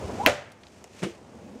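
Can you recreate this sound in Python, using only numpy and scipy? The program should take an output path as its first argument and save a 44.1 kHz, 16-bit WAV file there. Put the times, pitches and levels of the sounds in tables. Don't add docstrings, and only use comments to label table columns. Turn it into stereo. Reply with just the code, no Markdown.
import sys
import numpy as np
from scipy import signal
from scipy.fft import rfft, irfft
from scipy.io import wavfile

SR = 44100
rng = np.random.default_rng(int(sys.argv[2]) if len(sys.argv) > 2 else 0)


def put_to_file(sound):
    columns = np.atleast_2d(sound).T
    safe = np.clip(columns, -1, 1)
    whole_steps = np.round(safe * 32767)
    wavfile.write(sys.argv[1], SR, whole_steps.astype(np.int16))


N = 70560
TIME, FREQS = np.arange(N) / SR, np.fft.rfftfreq(N, 1 / SR)


def amp(db):
    return 10 ** (np.asarray(db) / 20)


def unit(x):
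    return x / np.sqrt(np.mean(x ** 2) + 1e-20)


def read(points, hz):
    f, value = np.transpose(points)
    return np.interp(np.log(hz + 1), np.log(f + 1), value)


def colour(x, spectrum):
    return unit(irfft(rfft(x) * amp(read(spectrum, FREQS)), N))


def low_cut(x, hz):
    return signal.sosfilt(signal.butter(3, hz, "highpass", fs=SR, output="sos"), x)


def burst(start, rise, hold, t60):
    t = TIME - start
    fade = np.exp(-np.log(1000) * np.maximum(t - hold, 0) / t60)
    return np.clip(t / max(rise, 1 / SR), 0, 1) * fade


def ring(start, modes, rise):
    return sum(amp(db) * burst(start, rise, 0, t60) * np.sin(2 * np.pi * hz * (TIME - start))
               for hz, db, t60 in modes)


def wobble(width_hz):
    slow = rfft(rng.standard_normal((2, N))) / (1 + (2 * FREQS / width_hz) ** 4)
    return np.sqrt(.5) * np.array([1, 1j]) @ unit(irfft(slow, N))


def grains(per_s, spread_db, likeness=0.78):
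    chance, size, sign = rng.random((2, N)), rng.random((2, N)), rng.choice([-1, 1], (2, N))
    a, b = (chance < per_s / SR) * sign * amp(spread_db * size)
    return np.array([a, likeness * a + np.sqrt(1 - likeness ** 2) * b])


# f/Hz, likeness (0 to 1)
LIKENESS = [(30, 0.16), (100, 0.72), (250, 0.7), (1000, 0.46), (4000, 0.28), (15000, 0.29)]

def stereo_noise():
    a, b = rfft(rng.standard_normal((2, N)))
    same = read(LIKENESS, FREQS)
    return irfft(np.array([a, same * a + np.sqrt(1 - same ** 2) * b]), N)


def place(x, lead_s, right_db):
    left, right = rfft(x * np.ones((2, 1)))
    late_left = left * np.exp(-2j * np.pi * FREQS * lead_s)
    tilt = amp(right_db / 2)
    return irfft(np.array([late_left / tilt, right * tilt]), N)


def outdoor_noise(spectrum, level, flutter_db, flutter_hz):
    db = np.interp(TIME, *np.transpose(level)) + flutter_db * wobble(flutter_hz).real
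    return colour(stereo_noise(), spectrum) * amp(db)


# f/Hz, level/dB
BREEZE = [(20, -17), (50, -14), (80, 5.5), (130, 0.5), (220, 0), (550, 0), (900, -6.5), (1500, -16),
          (3000, -29.5), (8000, -110)]
SWELL = [(80, -19), (160, -8.5), (220, 8), (320, -7), (500, -5), (900, -38), (2000, -49)]
# t/s, level/dB
BREEZE_LEVEL = [(0, -37), (.24, -34.5), (.5, -41.5), (.95, -40), (1.2, -39), (1.42, -39), (1.6, -39.5)]
SWELL_LEVEL = [(0, -41.5), (1.15, -56.5), (1.42, -36.5), (1.52, -37), (1.6, -40)]

def breeze():
    air = outdoor_noise(BREEZE, BREEZE_LEVEL, flutter_db=1.5, flutter_hz=60)
    swell = outdoor_noise(SWELL, SWELL_LEVEL, flutter_db=2.5, flutter_hz=40)
    return place(air + swell, lead_s=.00001, right_db=2)


# f/Hz, level/dB
LEAVES = [(300, -43), (1200, -3.5), (2500, -0.5), (4000, -6), (6500, -4), (9000, -10.5), (11500, -20.5),
          (15000, -24), (17000, -64)]
# t/s, level/dB
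LEAVES_LEVEL = [(0, -48.5), (.25, -46), (.56, -51.5), (0.749, -45.5), (0.902, -48.5), (0.992, -37.5),
                (1.2, -50.5), (1.6, -49.5)]

def leaves():
    rustle = outdoor_noise(LEAVES, LEAVES_LEVEL, flutter_db=1.5, flutter_hz=200)
    return place(rustle, lead_s=.000025, right_db=1)


# f/Hz, level/dB
RUMBLE = [(15, -10), (45, 13.5), (75, 31), (100, 40), (160, -2), (400, -57)]
# t/s, level/dB
RUMBLE_LEVEL = [(0, -76), (.05, -33.5), (.1, -50), (.25, -73), (.5, -66), (1.6, -66)]

def wind_rumble():
    rumble = outdoor_noise(RUMBLE, RUMBLE_LEVEL, flutter_db=2, flutter_hz=25)
    return place(rumble, lead_s=0, right_db=-13)


# t/s, f/Hz, level/dB
SWING = [(.168, 680, -64), (0.178, 721, -46), (0.189, 747, -37.5), (0.2, 790, -31), (0.218, 835, -27.5),
         (.226, 864, -41), (.238, 960, -29.5), (.246, 970, -38.5), (0.254, 990, -27.5), (0.26, 1020, -27),
         (.268, 1020, -83)]

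def sword_whistle():
    s, hz, db = np.transpose(SWING)
    tone = np.exp(2j * np.pi * np.cumsum(np.interp(TIME, s, hz)) / SR)
    roughness = 1 + 0.2 * wobble(width_hz=160) + amp(-7) * wobble(width_hz=220)
    level = amp(np.interp(TIME, s, db, left=-np.inf, right=-np.inf))
    return place(unit((tone * roughness).real) * level, lead_s=-.00005, right_db=1)


CUT_S = .2624
# f/Hz, level/dB, t60/s
CRACK = [(2150, 16.5, 0.0046), (2634, 16, 0.0064), (3073, 10, 0.0068), (1676, -2.5, 0.0096),
         (4000, -5.5, .005), (5560, 2, .004), (12800, -4, 0.0028)]

def crack():
    snap = low_cut(ring(CUT_S, CRACK, rise=.00005), hz=900)
    return place(snap, lead_s=.000065, right_db=-4.5)


# f/Hz, level/dB
TEAR = [(30, -13), (120, -19), (270, -2), (650, 2), (1000, -7.5), (1800, -2), (3000, -7), (4200, -14.5),
        (6500, -16.5), (10000, -18.5), (14500, -38), (17000, -41)]

def tear():
    snaps = colour(grains(per_s=3500, spread_db=18.5), TEAR)
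    return amp(-1.5) * snaps * burst(CUT_S, rise=.0048, hold=.0069, t60=.15)


# f/Hz, level/dB, t60/s
STAND = [(92.5, -25, 0.33)]
JUG = [(240, -15, .08), (305, -17, .09), (412, -12, .18), (511, -7, .18), (586, -10, .34), (721, -14, .27),
       (810, -13, .2), (1045, -24, .25), (1398, -17, .27), (1456, -18, .22), (1783, -20, .26),
       (1958, -20, .22), (2013, -16, .27), (2341, -19, .24), (2628, -18, .21)]

def stand_and_jug():
    stand = ring(CUT_S, STAND, rise=.015)
    jug = amp(1.5) * ring(CUT_S + .009, JUG, rise=.004)
    return place(stand, lead_s=.0005, right_db=2) + place(jug, lead_s=.00022, right_db=3.5)


# f/Hz, level/dB
ECHO = [(40, -22), (100, 9), (300, -15), (550, 2.5), (1000, -6), (2000, -5), (3000, -9), (4200, -12),
        (7000, -11), (10000, -25.5), (14500, -38), (17000, -71)]
# f/Hz, t60/s
ECHO_T60 = [(100, 0.41), (320, 0.34), (600, 0.56), (2000, 0.61), (6000, 0.36), (14000, 0.35)]

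def fence_echo(hit_s, level_db):
    start = hit_s + .016
    hz, t, bands = signal.stft(colour(stereo_noise(), ECHO), SR, nperseg=256)
    fade = np.exp(-np.log(1000) * np.maximum(t - start, 0) / read(ECHO_T60, hz)[:, None])
    tail = signal.istft(bands * fade, SR, nperseg=256)[1][:, :N]
    fade_in = np.clip((TIME - start) / .012, 0, 1)
    return amp(level_db) * tail * fade_in


# t/s, level/dB, f/Hz, width/octaves, t60/s
DROPS = [(.519, -36.5, 5360, 1.07, .03), (.634, -34.5, 2600, 1.12, 0.043), (0.668, -30.5, 3600, .8, 0.013),
         (0.8414, -17, 6200, 0.75, 0.005), (0.842, -26.5, 2460, 0.27, 0.015),
         (0.8431, -26, 580, 0.83, 0.026), (0.847, -39, 5930, .6, .015), (0.931, -42, 3500, 0.72, 0.017)]

def drops():
    ticks = np.zeros(N)
    for s, db, hz, octaves, t60 in DROPS:
        band = np.exp(-np.log2((FREQS + 1) / hz) ** 2 / octaves ** 2)
        puff = unit(irfft(rfft(rng.standard_normal(N)) * band, N))
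        ticks += amp(db) * puff * burst(s, rise=.00071, hold=0, t60=t60)
    return place(ticks, lead_s=.00002, right_db=2)


# t/s, thud level/dB, ring level/dB, crunch level/dB
LANDINGS = [(1.0195, -60, -58, -26), (1.0282, -16.5, -22, -15.5), (1.0339, -11, -22, -14),
            (1.0406, -15, -20, -21), (1.0444, -18.5, -21.5, -25.5), (1.0648, -39, -15.5, -27)]
# f/Hz, level/dB, t60/s
THUD = [(198, 0, .1), (250, -4, .07), (145, -9, .06), (780, -5, .02)]
OPEN_JUG = [(194.7, -35, 0.81), (342, -1.5, .16), (369, -1, 0.11), (465, -5, 0.1)]
# f/Hz, level/dB
GRASS = [(40, -37), (180, 19), (700, 2), (1300, -1.5), (3000, -0.5), (4200, -11), (8500, -12),
         (11500, -26.5), (15000, -31), (17000, -51)]
SPLASH = [(200, -16), (900, -9), (2500, -2), (4000, -7.5), (8000, -10), (11500, -29), (15000, -22),
          (17000, -45)]

def landing():
    hit_s = LANDINGS[1][0]
    spatter = colour(grains(per_s=1700, spread_db=8), SPLASH)
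    sound = amp(-40) * spatter * burst(hit_s, rise=.014, hold=.073, t60=.12)
    for s, thud_db, ring_db, crunch_db in LANDINGS:
        sound += amp(thud_db) * ring(s, THUD, rise=.00052)
        sound += amp(ring_db) * ring(s, OPEN_JUG, rise=.002)
        crunch = colour(grains(per_s=9900, spread_db=29), GRASS)
        sound += amp(crunch_db) * crunch * burst(s, rise=.001, hold=0, t60=.1)
    return place(low_cut(sound, hz=79) + fence_echo(hit_s, level_db=-36.5), lead_s=.00002, right_db=3)


def scene():
    swing = sword_whistle()
    rip_and_echo = place(tear() + fence_echo(CUT_S, level_db=-13.5), lead_s=.00005, right_db=2.5)
    cut = crack() + stand_and_jug() + rip_and_echo
    return swing + cut + drops() + landing() + breeze() + leaves() + wind_rumble()


def record(dry):
    limit_db, cut_share, react_s, recover_db_per_s = -13, 0.53, 0.0013, 5.5
    power = signal.lfilter(np.ones(88) / 88, 1, (dry ** 2).mean(0))
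    power_db = 10 * np.log10(power + 1e-12)
    fall = TIME * recover_db_per_s
    peak_db = np.maximum.accumulate(power_db + fall) - fall
    over_db = np.maximum(peak_db - limit_db, 0)
    smooth = np.exp(-1 / (react_s * SR))
    turned_down = dry / amp(cut_share * signal.lfilter([1 - smooth], [1, -smooth], over_db))
    clipped = turned_down / (1 + abs(turned_down) ** 6) ** (1 / 6)
    treble_cut = signal.firwin(255, 15750, window=("kaiser", 8), fs=SR)
    return signal.oaconvolve(clipped, treble_cut[None], "same")


dry = scene()
out = record(dry)
put_to_file(out)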